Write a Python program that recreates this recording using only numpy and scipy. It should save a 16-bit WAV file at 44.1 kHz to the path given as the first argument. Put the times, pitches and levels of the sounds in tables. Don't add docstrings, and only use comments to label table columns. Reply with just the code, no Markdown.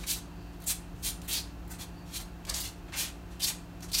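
import sys
import numpy as np
from scipy import signal
from scipy.fft import rfft, irfft
from scipy.io import wavfile

SR = 44100
rng = np.random.default_rng(int(sys.argv[2]) if len(sys.argv) > 2 else 0)


def unload_wav(signal):
    wavfile.write(
        sys.argv[1],
        SR,
        np.round(np.clip(np.atleast_2d(signal).T, -1, 1) * 32767).astype(np.int16),
    )


N = 176400


def amp(db):
    return 10 ** (np.asarray(db) / 20)


def unit(x):
    return x / np.sqrt(np.mean(x ** 2) + 1e-20)


def curve_at(points, hz):
    f, value = np.transpose(points)
    return np.interp(np.log(hz + 1), np.log(f + 1), value)


def add(mix, start_s, sound):
    at = round(start_s * SR)
    sound = sound[max(-at, 0):]
    part = mix[max(at, 0):][:len(sound)]
    part += sound[:len(part)]


def colour(x, eq, tilt_db=0):
    hz = np.fft.rfftfreq(len(x), 1 / SR)
    octaves = np.log2(np.maximum(hz, 1000) / 1000)
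    return unit(irfft(rfft(x) * amp(curve_at(eq, hz) + tilt_db * octaves), len(x)))


def resonate(x, hz, width_hz):
    f = np.fft.rfftfreq(len(x), 1 / SR)
    return unit(irfft(rfft(x) / (1 + 2j * (f - hz) / width_hz) ** 2, len(x)))


def wander(seconds, size):
    f = np.fft.rfftfreq(size, 1 / SR)
    return unit(irfft(rfft(rng.standard_normal(size)) * np.exp(-(2 * f * seconds) ** 2), size))


def slips(size, per_s=16000, spread_db=3.0):
    strength = amp(spread_db * np.minimum(rng.exponential(1, size), 4))
    polarity = np.sign(rng.standard_normal(size))
    return strength * polarity * (rng.random(size) < per_s / SR)


# f/Hz, gain/dB
FIZZ_EQ = [(300, -56), (1200, -20), (1900, -12.5), (2400, -6), (4000, 0), (4650, 0), (4900, -3), (5900, 1),
           (8000, 0), (9900, 1), (10430, -7), (10900, -.5), (13000, -2), (13900, -5.5), (16000, -7.5)]
# f/Hz, gain/dB
RUB_EQ = [(100, -16), (300, -11), (550, -6), (800, -4.5), (1300, -4.5), (2000, -5.5), (4000, -31),
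          (16000, -35)]
# t/s, touch-down/s, rise/s, fall/s, level/dB, tilt/(dB/octave), hollow f/Hz, hollow/dB, rub/dB
STROKE_CUES = [ (-.02, 0.0045, .03, 0.1, -50.5, -3.5, 4500, -12, -6),
               (.031, .003, .009, .007, -46.5, -7, 2360, 4, -23),
               (.062, 0.0087, 0.044, 0.044, -29, -0.5, 3700, -12.5, -28),
               (0.141, .01, 0.029, 0.026, -44, 0.5, 4000, -6, -7.5),
               (.525, .004, .012, .018, -62.5, -3, 4200, -4, -10),
               (.60, .003, 0.042, 0.028, -55, 4, 4040, -3, -3),
               (.659, 0.012, 0.023, 0.018, -30.5, 3, 7600, -2.5, -25),
               (.678, .010, .027, 0.028, -28, 0.5, 8850, -7, -26),
               (.69, .008, 0.017, 0.027, -43, -5, 2100, -3, -12),
               (.95, .01, 0.078, .02, -60, 1, 7000, -11, -7),
               (1.022, 0.015, 0.047, 0.042, -30.5, 0, 3930, -11, -22),
               (1.209, .01, 0.043, .03, -55, 3, 3900, -5, -3),
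               (1.276, 0.0036, 0.01, .04, -35, 6.5, 3080, -8, -19),
               (1.285, .01, 0.053, 0.029, -31.5, .5, 3700, -3.5, -27),
               (1.335, .01, 0.034, .042, -35.5, -2, 4500, 0, -15),
               (1.685, 0.032, 0.034, 0.016, -43.5, 2.5, 7140, -8, -7),
               (1.729, .005, 0.0099, 0.027, -50, -5, 8600, -1.5, -8),
               (1.783, 0.0064, 0.03, 0.037, -42.5, -2.5, 3880, -7, -10.5),
               (2.055, .005, 0.077, .02, -51.5, -4.5, 7100, -18, -13),
               (2.122, 0.018, 0.044, 0.025, -36, -2, 4070, -6, -23),
               (2.175, .01, 0.037, 0.021, -45, -.5, 4200, -11, -7.5),
               (2.466, 0.0064, 0.032, .04, -42, -6, 4500, -7, -2),
               (2.53, 0.01, 0.034, .058, -35.5, -2, 7400, -8, -13),
               (2.59, .01, 0.017, 0.032, -35.5, 6, 4560, -5.5, -27),
               (2.625, .01, 0.025, 0.048, -39, -3, 3170, -11, -17),
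               (2.876, .003, .012, 0.025, -59, -9, 2600, 0, 2),
               (2.918, 0.0059, 0.021, 0.039, -43, -8, 2350, 0, -3),
               (2.945, 0.027, 0.058, 0.046, -30, -1.5, 2730, -12.5, -21),
               (3.02, .01, 0.024, 0.058, -40.5, -5.5, 2640, -9.5, -15),
               (3.305, .004, 0.013, .05, -57.5, -5.5, 7500, -15, -6),
               (3.394, 0.0022, .012, .025, -41.5, 0, 3470, -2, -18),
               (3.413, .008, 0.032, 0.019, -28.5, 0.5, 4600, 0, -30),
               (3.460, 0.0048, 0.024, 0.027, -27.5, -1.5, 7600, -13, -23),
               (3.485, 0.011, 0.018, 0.029, -45, -2, 4000, -3, -3),
               (3.820, 0.0027, 0.008, 0.04, -47.5, -2, 6060, -2.5, -5),
               (3.88, .003, 0.0096, 0.028, -50.5, -4, 3500, -8, -19),
               (3.914, 0.0028, 0.0056, 0.018, -40.5, -1.5, 4200, -10, -25),
               (3.928, .005, .022, 0.021, -29, -1.5, 4800, 1.5, -40),
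               (3.96, 0.0076, 0.028, .03, -28, -1.5, 5260, -5, -24)]
def stroke(touch, rise, fall, level_db, tilt_db, hollow_hz, hollow_db, rub_db):
    edge_db, lift_s = -12, 0.012
    snaps_per_s, snap_db = 170, -13.5
    size = 2 ** 13
    t = np.arange(size) / SR
    fizz = colour(slips(size), FIZZ_EQ, tilt_db)
    hollow = amp(hollow_db) * resonate(slips(size), hollow_hz, width_hz=1830)
    clicks = rng.standard_normal(size) * (rng.random(size) < snaps_per_s / SR)
    snaps = amp(snap_db) * colour(clicks, FIZZ_EQ, tilt_db)
    rub = amp(rub_db) * colour(slips(size), RUB_EQ)
    off_peak = np.maximum(1 - t / rise, 0) ** 1.18 + np.maximum((t - rise) / fall, 0) ** 1.51
    contact = np.minimum(t / touch, 1) * np.exp(-np.maximum(t - rise - fall, 0) / lift_s)
    judder_db = 0.44 * wander(0.0017, size)
    envelope = contact * amp(level_db + edge_db * off_peak + judder_db)
    return envelope * (fizz + hollow + snaps + rub)


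def early_reflections(x, count=5, each_db=-16, longest_s=0.004):
    hz = np.fft.rfftfreq(len(x), 1 / SR)
    delays = longest_s * rng.uniform(0.203, 1, (count, 1))
    comb = 1 + amp(each_db) * np.exp(-2j * np.pi * hz * delays).sum(0)
    return irfft(rfft(x) * comb, len(x)) / np.sqrt(1 + count * amp(each_db) ** 2)


# f/Hz, T60/s
KITCHEN_DECAY = [(400, 0.48), (1300, 0.45), (3500, 0.29), (9000, 0.28), (15000, 0.17)]
def kitchen_reverb(x, wet_db=-8, predelay_s=0.003, density=0.2):
    taps = rng.standard_normal(SR // 2) * (rng.random(SR // 2) < density)
    taps[:round(predelay_s * SR)] = 0
    hz, t, bands = signal.stft(taps, SR, nperseg=256)
    decay = amp(-60 * t / curve_at(KITCHEN_DECAY, hz)[:, None])
    tail = signal.istft(bands * decay, SR, nperseg=256)[1]
    return amp(wet_db) * signal.fftconvolve(x, tail / np.linalg.norm(tail))[:N]


# f/Hz, rms level/dB
HUM_PARTIALS = [(57.94, -49), (115.9, -63), (96.4, -57.5), (146.1, -65.5), (173.1, -51.5), (288.5, -58),
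                (347.6, -62.5), (689.6, -66), (742.4, -69), (864, -70)]
def appliance(waver=0.081, drift_rad=0.32, waver_s=0.23, rumble_db=-60):
    t = np.arange(N) / SR
    hum = np.zeros(N)
    for hz, db in HUM_PARTIALS:
        gain = amp(db) * np.sqrt(2) * (1 + waver * wander(waver_s, N))
        phase = 2 * np.pi * (hz * t + rng.random()) + drift_rad * wander(waver_s, N)
        hum += gain * np.sin(phase)
    return hum + amp(rumble_db) * resonate(rng.standard_normal(N), hz=46.4, width_hz=22.5)


# f/Hz, width/Hz, rms level/dB
WHINE_BANDS = [(2468, 120, -75.5), (2690, 230, -70), (3090, 200, -76), (13900, 800, -78)]
# f/Hz, gain/dB
AIR_EQ = [(12, -58), (20, -29), (44, 3.5), (70, -5.5), (118, -8.5), (138, -13), (177, -9.5), (204, -14),
          (285, -13), (350, -15), (450, -20.5), (950, -22), (1250, -25), (1600, -26), (2150, -32.5),
          (3400, -35.5), (4400, -35), (5000, -38.5), (7000, -40), (9800, -46), (10400, -45.5), (11300, -45),
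          (16000, -46)]
def room_air(wash_db=-47):
    whine = sum(amp(db) * resonate(rng.standard_normal(N), hz, width) for hz, width, db in WHINE_BANDS)
    return whine + amp(wash_db) * colour(rng.standard_normal(N), AIR_EQ)


# peak t/s, swell/s, fade/s, level/dB, f/Hz, pitch scatter/fraction, rasp/dB relative to the tone
SQUEAK_CUES = [(.42, .14, .12, -68, 4560, 0.052, -19), (1.985, 0.027, 0.045, -61.5, 4550, 0.027, -18),
               (2.4998, .0038, .0024, -29, 4550, .07, 3), (2.5440, .0025, .0038, -30, 5600, 0.19, -2)]
def squeak(peak_s, swell, fade, level_db, hz, scatter, rasp_db):
    t = np.arange(N) / SR - peak_s
    envelope = amp(level_db) * np.exp(-np.abs(t) / np.where(t < 0, swell, fade))
    pitch_hz = hz * (1 + scatter * wander(0.0005, N))
    tone = unit(np.sin(2 * np.pi * np.cumsum(pitch_hz) / SR))
    rasp = amp(rasp_db) * resonate(slips(N), hz=7400, width_hz=6000)
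    return envelope * (tone + rasp)


# t/s, level/dB, tilt/(dB/octave)
TICK_CUES = [(.602, -51, 6), (.621, -50, 2), (.640, -42, 12), (1.217, -46, -3), (1.678, -47, 12),
             (2.451, -42, -6), (2.468, -47, 0), (3.441, -39, -1), (3.806, -46, -5.5), (3.948, -32, -2)]
def tick(level_db, tilt_db, decay_s=0.0057):
    t = np.arange(2 ** 11) / SR
    return amp(level_db) * np.exp(-t / decay_s) * colour(slips(len(t)), FIZZ_EQ, tilt_db)


def scene():
    accents = sum(squeak(*cue) for cue in SQUEAK_CUES)
    for start_s, *cue in TICK_CUES:
        add(accents, start_s, tick(*cue))
    mix = accents + kitchen_reverb(accents) + appliance() + room_air()
    for start_s, *cue in STROKE_CUES:
        smear = early_reflections(stroke(*cue))
        add(mix, start_s, smear)
        add(mix, start_s, kitchen_reverb(smear))
    return mix[None]


def record(dry):
    cutoff_hz = 15850
    lowpass = signal.firwin(611, cutoff_hz, window=("kaiser", 8), fs=SR)
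    return signal.oaconvolve(dry, lowpass[None], "same")


dry = scene()
out = record(dry)
unload_wav(out)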